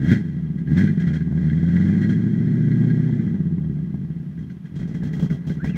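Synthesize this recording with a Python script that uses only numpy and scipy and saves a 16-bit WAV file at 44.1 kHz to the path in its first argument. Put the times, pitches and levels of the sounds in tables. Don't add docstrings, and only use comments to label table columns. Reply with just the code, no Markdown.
import sys
import numpy as np
from scipy import signal
from scipy.fft import rfft, irfft
from scipy.io import wavfile
from scipy.ndimage import uniform_filter1d

SR = 44100
rng = np.random.default_rng(int(sys.argv[2]) if len(sys.argv) > 2 else 0)


def wav_record(signal):
    frames = np.transpose(np.atleast_2d(signal))
    bounded = np.clip(frames, -1, 1)
    quanta = np.round(bounded * 32767).astype(np.int16)
    wavfile.write(sys.argv[1], SR, quanta)


N = 254456
T = np.arange(N) / SR

# frequency_hz, relative level_db_per_hz
SILENCER_SPECTRUM = [(25, -51.5), (52, -32), (80, -10), (105, -14.5), (135, -2), (160, 7), (205, -2.5),
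                     (245, -5.5), (290, -14.5), (340, -15.5), (385, -20), (425, -31), (490, -45),
                     (1200, -86.5)]
# time_s, labour_db
LABOUR_CURVE = [(0, 5.5), (1.2, 4.5), (2.7, 6), (3.6, 7.5), (4.6, 0.5), (5.0, 8), (5.4, 8), (5.77, 7)]


def amp(db):
    return 10 ** (np.asarray(db) / 20)


def curves(rows):
    s, *columns = np.transpose(rows)
    return [np.interp(T, s, column) for column in columns]


def evened(x):
    return x / np.sqrt(np.mean(x ** 2) + 1e-20)


def steadied(x, size=3500):
    power = uniform_filter1d(uniform_filter1d(x ** 2, size), size // 2)
    return x / np.sqrt(abs(power) + 1e-4 * np.mean(x ** 2))


def wander(rate_hz):
    hz = np.fft.rfftfreq(N, 1 / SR)
    spectrum = rfft(rng.standard_normal(N)) * np.exp(-(hz / rate_hz) ** 2)
    return evened(irfft(spectrum, N))


def colour(x, points, size=8192):
    f, db = np.transpose(points)
    hz = abs(np.fft.fftfreq(size, 1 / SR))
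    log_gain = np.log(amp(np.interp(np.log(hz + 1), np.log(f), db)))
    response = np.fft.ifft(np.exp(np.conj(signal.hilbert(log_gain)))).real
    return signal.oaconvolve(x, response[:size // 2])[:N]


def resonate(x, hz, width_hz):
    return signal.lfilter(*signal.iirpeak(hz, hz / width_hz, SR), x)


def clicks(times, sizes):
    at = np.round(np.asarray(times) * SR).astype(int)
    inside = (at >= 0) & (at < N)
    return np.bincount(at[inside], sizes[inside], N)


def firings(rate, firing_count, idle_scatter_db=3, idle_jitter_s=.002, idle_hz=80):
    # strength_db, lateness in firing gaps
    cylinders = [(-2, .04), (-1.3, -.05), (1.8, -.02), (2.8, -.09), (-2.2, .14), (-3.8, .13), (2.2, -.08),
                 (2.6, -.06)]
    # time_s, strength_db
    lumps = [(0.115, 8), (0.365, 8), (0.717, 7.5), (0.839, 8.5), (0.973, 13.5), (1.375, 3), (1.686, 4.5),
             (1.039, 10), (3.402, 11), (3.454, 10), (3.58, 13.5), (3.696, 9), (3.787, 3.5), (3.94, 11.5),
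             (4.408, 1), (4.946, 7.5), (5.224, 4), (5.5, 10)]
    scatter_db, jitter_s = 1.5, .00019
    number = np.arange(int(firing_count[-1]))
    db, late = np.transpose(cylinders)[:, number % len(cylinders)]
    times = np.interp(number + late, firing_count, T)
    idling = np.clip(3 * (1 - np.interp(times, T, rate) / idle_hz), 0, 1)
    burn, timing = rng.standard_normal((len(number), 2)).T
    db = db + burn * (scatter_db + idle_scatter_db * idling)
    times = times + timing * (jitter_s + idle_jitter_s * idling)
    for s, strength_db in lumps:
        nearest = np.argmin(abs(times - s))
        times[nearest], db[nearest] = s, strength_db
    return clicks(times, amp(db))


def effort():
    # time_s, note_db, rasp_db
    load = [(0, -22.5, -50.5), (.125, -13, -28.5), (.23, -25.5, -51.5), (.5, -24, -59.5), (.65, -26, -64),
            (.7, -17.5, -47), (.76, -17, -42), (.785, -14, -30.5), (.94, -19, -49.5), (1.17, -22, -47),
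            (1.29, -21.5, -55), (1.41, -18.5, -46.5), (1.62, -19, -47), (1.8, -16.5, -41), (2.33, -19, -49),
            (2.85, -16, -46), (3.28, -21, -50.5), (3.52, -21.5, -60), (4.15, -27.5, -62), (4.6, -35, -68),
            (5.05, -24, -53), (5.43, -30.5, -58), (5.77, -23.5, -52)]
    # start_s, length_s, note_db, rasp_db, hiss_db
    chuffs = [(0.578, 0.02, -25.5, -48, -70), (0.994, 0.028, -23, -37, -56.5),
              (1.065, 0.031, -17, -42, -60), (1.13, 0.036, -27, -42, -57), (2.01, 0.045, -40, -41, -60),
              (2.089, 0.043, -22, -39.5, -57.5), (4.385, 0.043, -27, -59, -70.5),
              (4.497, 0.018, -33, -58, -68), (4.65, .02, -43, -55, -70), (4.752, 0.057, -30.5, -59, -61.5),
              (4.79, 0.053, -23, -51, -63.5), (4.871, 0.052, -29, -58, -64), (4.937, 0.04, -36, -51, -61.5),
              (5.028, 0.057, -28, -49, -59), (5.126, 0.055, -30, -59, -58), (5.19, 0.027, -20, -49, -54.5),
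              (5.221, 0.038, -19, -52, -56), (5.296, 0.062, -21.5, -50, -59),
              (5.465, 0.088, -24, -56, -58.5), (5.638, 0.057, -21.5, -41.5, -55),
              (5.754, .03, -22, -44, -54.5)]
    attack_s, decay_s = .008, .02
    sag_db_per_s = 108.5
    hiss_under_rasp_db, hiss_floor_db = -18.5, -78
    note_db, rasp_db = curves(load)
    hiss = np.hypot(amp(rasp_db + hiss_under_rasp_db), amp(hiss_floor_db))
    power = np.array([amp(note_db), amp(rasp_db), hiss]) ** 2
    for s, length_s, *db in chuffs:
        attack = np.clip((T - s) / attack_s, 0, 1)
        swell = attack * np.exp(-np.maximum(T - s - length_s, 0) / decay_s)
        sag = amp(-sag_db_per_s * (np.clip(T - s, 0, length_s) - length_s / 2))
        power += np.outer(amp(db), swell * sag) ** 2
    return 10 * np.log10(power)


def puffs(beats, decay_s=0.04, steady=0.9):
    gust = signal.lfilter([1], [1, -np.exp(-1 / (decay_s * SR))], beats)
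    return steadied((steadied(gust) + steady) * rng.standard_normal(N))


def drone(firing_count, rate, note_db, first_db=-19, pull_db=4, full_pull_hz_per_s=30, octave_db=-3,
          boom_hz=176, boom_width_hz=24, growth=0.77, full_db=-16):
    phase = firing_count + .015 * wander(20)
    first, octave = [steadied(colour(np.cos(2 * np.pi * k * phase), SILENCER_SPECTRUM)) for k in (1, 2)]
    pull = np.clip(uniform_filter1d(np.gradient(rate, T), size=9000) / full_pull_hz_per_s, 0, 1)
    in_tune = np.exp(-((2 * rate - boom_hz) / boom_width_hz) ** 2)
    slack_db = np.minimum(note_db - full_db, 0)
    first_gain = amp(first_db + pull_db * pull + growth * slack_db)
    octave_gain = amp(octave_db + 2 * slack_db) * in_tune
    return amp(note_db) * (first_gain * first + octave_gain * octave)


def exhaust_note(beats, rate, note_db, tone, boom_hz=(143, 178), boom_width_hz=20, boom_db=-9,
                 low_hz=80, low_width_hz=20, low_db=-1, bark_db=-1, full_surge_hz_per_s=250):
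    # frequency_hz, relative level_db_per_hz
    bark_spectrum = [(25, -25.5), (55, -20), (85, -9.5), (120, 0), (150, 5.5), (185, -3.5), (230, 1.5),
                     (280, -6.5), (340, -13), (430, -33.5), (600, -47), (1200, -73.5)]
    slowness = rate.max() / rate
    surge = uniform_filter1d(np.gradient(rate, T), size=3000)
    throttle = np.clip(surge / full_surge_hz_per_s, 0, 1)
    churn = amp(-13.5) * slowness ** 1.3
    flow = steadied(beats) + churn * puffs(beats)
    pipe = colour(flow, SILENCER_SPECTRUM)
    boom = amp(boom_db) * sum(resonate(pipe, hz, boom_width_hz) for hz in boom_hz)
    boom += amp(low_db) * resonate(pipe, low_hz, low_width_hz)
    bark = amp(bark_db) * colour(flow, bark_spectrum)
    burble = (1 - throttle) * (pipe + (slowness - 1) * boom) + throttle * bark
    power = amp(note_db) ** 2
    spare = np.maximum(power - uniform_filter1d(tone ** 2, size=3000), .35 * power)
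    return tone + np.sqrt(spare) * steadied(burble)


def throat(beats, note_db, hiss_db, level_db=-11):
    # frequency_hz, relative level_db_per_hz
    throat_spectrum = [(200, -36), (340, -6.5), (425, 10.5), (480, -5), (550, 0.5), (590, -11), (635, -1.5),
                       (700, -9.5), (790, -8), (1000, -16), (1300, -12.5), (2500, -56.5)]
    labour_db, = curves(LABOUR_CURVE)
    rush = steadied(colour(puffs(beats, decay_s=0.012, steady=.5), throat_spectrum))
    return amp((note_db + hiss_db) / 2 + labour_db + level_db) * rush


def steel(gas, broad_db=-8, spread=1.07):
    # frequency_hz, width_hz (before spread), level_db
    tip_modes = [(1445, 40, -11), (1560, 70, -7), (1638, 60, -1), (1710, 80, -7), (1935, 65, 0),
                 (2005, 80, -3), (2110, 70, -10), (2380, 25, -15), (4175, 50, -19)]
    # frequency_hz, relative level_db_per_hz
    rasp_spectrum = [(500, -36.5), (1150, -30), (1600, -4), (2100, -17), (2600, -23.5), (3400, -19.5),
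                     (5000, -36), (9000, -47.5)]
    modes = 0
    for hz, width_hz, db in tip_modes:
        once = resonate(gas, hz, spread * width_hz)
        modes = modes + amp(db) * resonate(once, hz, spread * width_hz)
    return modes + amp(broad_db) * colour(gas, rasp_spectrum)


def tips(beats, rasp_db, trim_db=-1.0):
    uneven = beats * amp(2.5 * np.clip(rng.standard_normal(N), -2, 2))
    gas = puffs(uneven, decay_s=.006, steady=.7)
    return amp(rasp_db + trim_db) * steadied(steel(gas))


def ring(beats, hiss_db, hz=3240, width_hz=90, over_hiss_db=1):
    tone = resonate(resonate(puffs(beats), hz, width_hz), hz, width_hz)
    flutter = evened(amp(3 * wander(30)))
    return amp(hiss_db + over_hiss_db) * flutter * steadied(tone)


def jet(beats, hiss_db, fizz_db=-23, fizz_growth=0.18, labour_share=1.7, full_db=-50, trim_db=2.0):
    # frequency_hz, relative level_db_per_hz
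    hiss_spectrum = [(800, -24.5), (2600, -0.5), (4000, -1.5), (4800, -5), (5300, -1.5), (6200, -3),
                     (7200, -7.5), (9000, -13.5), (11500, -32), (15500, -38.5)]
    labour_db, = curves(LABOUR_CURVE)
    gas = puffs(beats, decay_s=0.021, steady=2.0)
    highpass = signal.butter(2, 8000, "high", fs=SR, output="sos")
    fizz = evened(signal.sosfilt(highpass, gas))
    fizz_gain = amp(fizz_db + fizz_growth * (hiss_db - full_db) + labour_share * labour_db)
    return amp(hiss_db + trim_db) * (steadied(colour(gas, hiss_spectrum)) + fizz_gain * fizz)


def lot(level_db=-62):
    # frequency_hz, relative level_db_per_hz
    lot_spectrum = [(25, -7.5), (100, -11.5), (400, -4), (1000, -7.5), (3000, -15.5), (7000, -33.5),
                    (11000, -28.5), (16000, -34)]
    return amp(level_db) * evened(colour(rng.standard_normal(N), lot_spectrum))


def hard_puffs(level_db=8, decay_s=.005):
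    # start_s, relative strength_db
    hard_hits = [(0.0193, -21.5), (0.1142, -10.5), (0.6734, -25.5), (0.773, -10), (0.8749, -13),
                 (1.0764, -15.5), (1.2082, -28), (1.499, -21), (1.7632, -15), (2.03, -16.5), (2.714, -19.5),
                 (2.9003, -19), (4.3742, -34.5), (4.498, -27.5), (4.6562, -35), (5.1337, -25.5),
                 (5.301, -19.5), (5.4954, -19)]
    s, db = np.transpose(hard_hits)
    burst = signal.lfilter([1], [1, -np.exp(-1 / (decay_s * SR))], clicks(s, amp(db)))
    return amp(level_db) * steel(burst * rng.standard_normal(N))


def spits(decay_s=0.003, trim_db=-4, size=1500):
    # start_s, peak level_db before the trim
    spit_times = [(1.279, -40), (1.322, -34.5), (1.373, -41), (1.635, -35), (1.773, -34), (2.838, -36.5),
                  (3.093, -35), (3.582, -46), (3.942, -35), (5.029, -36), (5.198, -38), (5.643, -28)]
    # frequency_hz, relative level_db_per_hz
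    spit_spectrum = [(100, -5), (400, -18), (750, 11), (1050, 0), (1500, -18), (4000, -38), (12000, -40.5)]
    out = np.zeros(N + size)
    for s, db in spit_times:
        crackle = rng.standard_normal(size) * np.exp(-T[:size] / decay_s)
        burst = colour(crackle, spit_spectrum)[:size]
        out[round(s * SR):][:size] += amp(db + trim_db) * burst / abs(burst).max()
    return out[:N]


def squeak():
    # time_s, pitch_hz, rms level_db
    glide = [(5.58, 1290, -76), (5.605, 1460, -42.5), (5.657, 1984, -47), (5.70, 2680, -52),
             (5.725, 2820, -59), (5.77, 2020, -43)]
    hz, db = curves(glide)
    cycles = np.cumsum(hz * (1 + .04 * wander(500))) / SR
    return amp(db) * (T > glide[0][0]) * np.sqrt(2) * np.sin(2 * np.pi * cycles)


def scene():
    # time_s, firing_rate_hz
    engine_speed = [(0, 59.3), (.15, 111.3), (.3, 82.7), (.5, 73.5), (.6, 65), (.68, 66.7), (.75, 87.3),
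                    (.85, 102.7), (.92, 101.3), (1.1, 81.5), (1.2, 75.7), (1.5, 78.5), (1.7, 85.8),
                    (1.9, 97.8), (2.3, 115.5), (3.07, 126), (3.5, 87.5), (3.9, 60.5), (4.2, 48), (4.65, 38),
                    (5.1, 63), (5.5, 61), (5.77, 72)]
    rate, = curves(engine_speed)
    note_db, rasp_db, hiss_db = effort()
    firing_count = np.cumsum(rate) / SR
    beats = firings(rate, firing_count)
    tone = drone(firing_count, rate, note_db)
    pipe = exhaust_note(beats, rate, note_db, tone) + throat(beats, note_db, hiss_db) + spits()
    outlet = tips(beats, rasp_db) + hard_puffs() + ring(beats, hiss_db) + jet(beats, hiss_db)
    return (pipe + outlet + squeak() + lot())[None]


def record(dry, edge_hz=15800):
    lowpass = signal.firwin(511, edge_hz, window=("kaiser", 9), fs=SR)
    return signal.oaconvolve(dry, lowpass[None], "same")


dry = scene()
out = record(dry)
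wav_record(out)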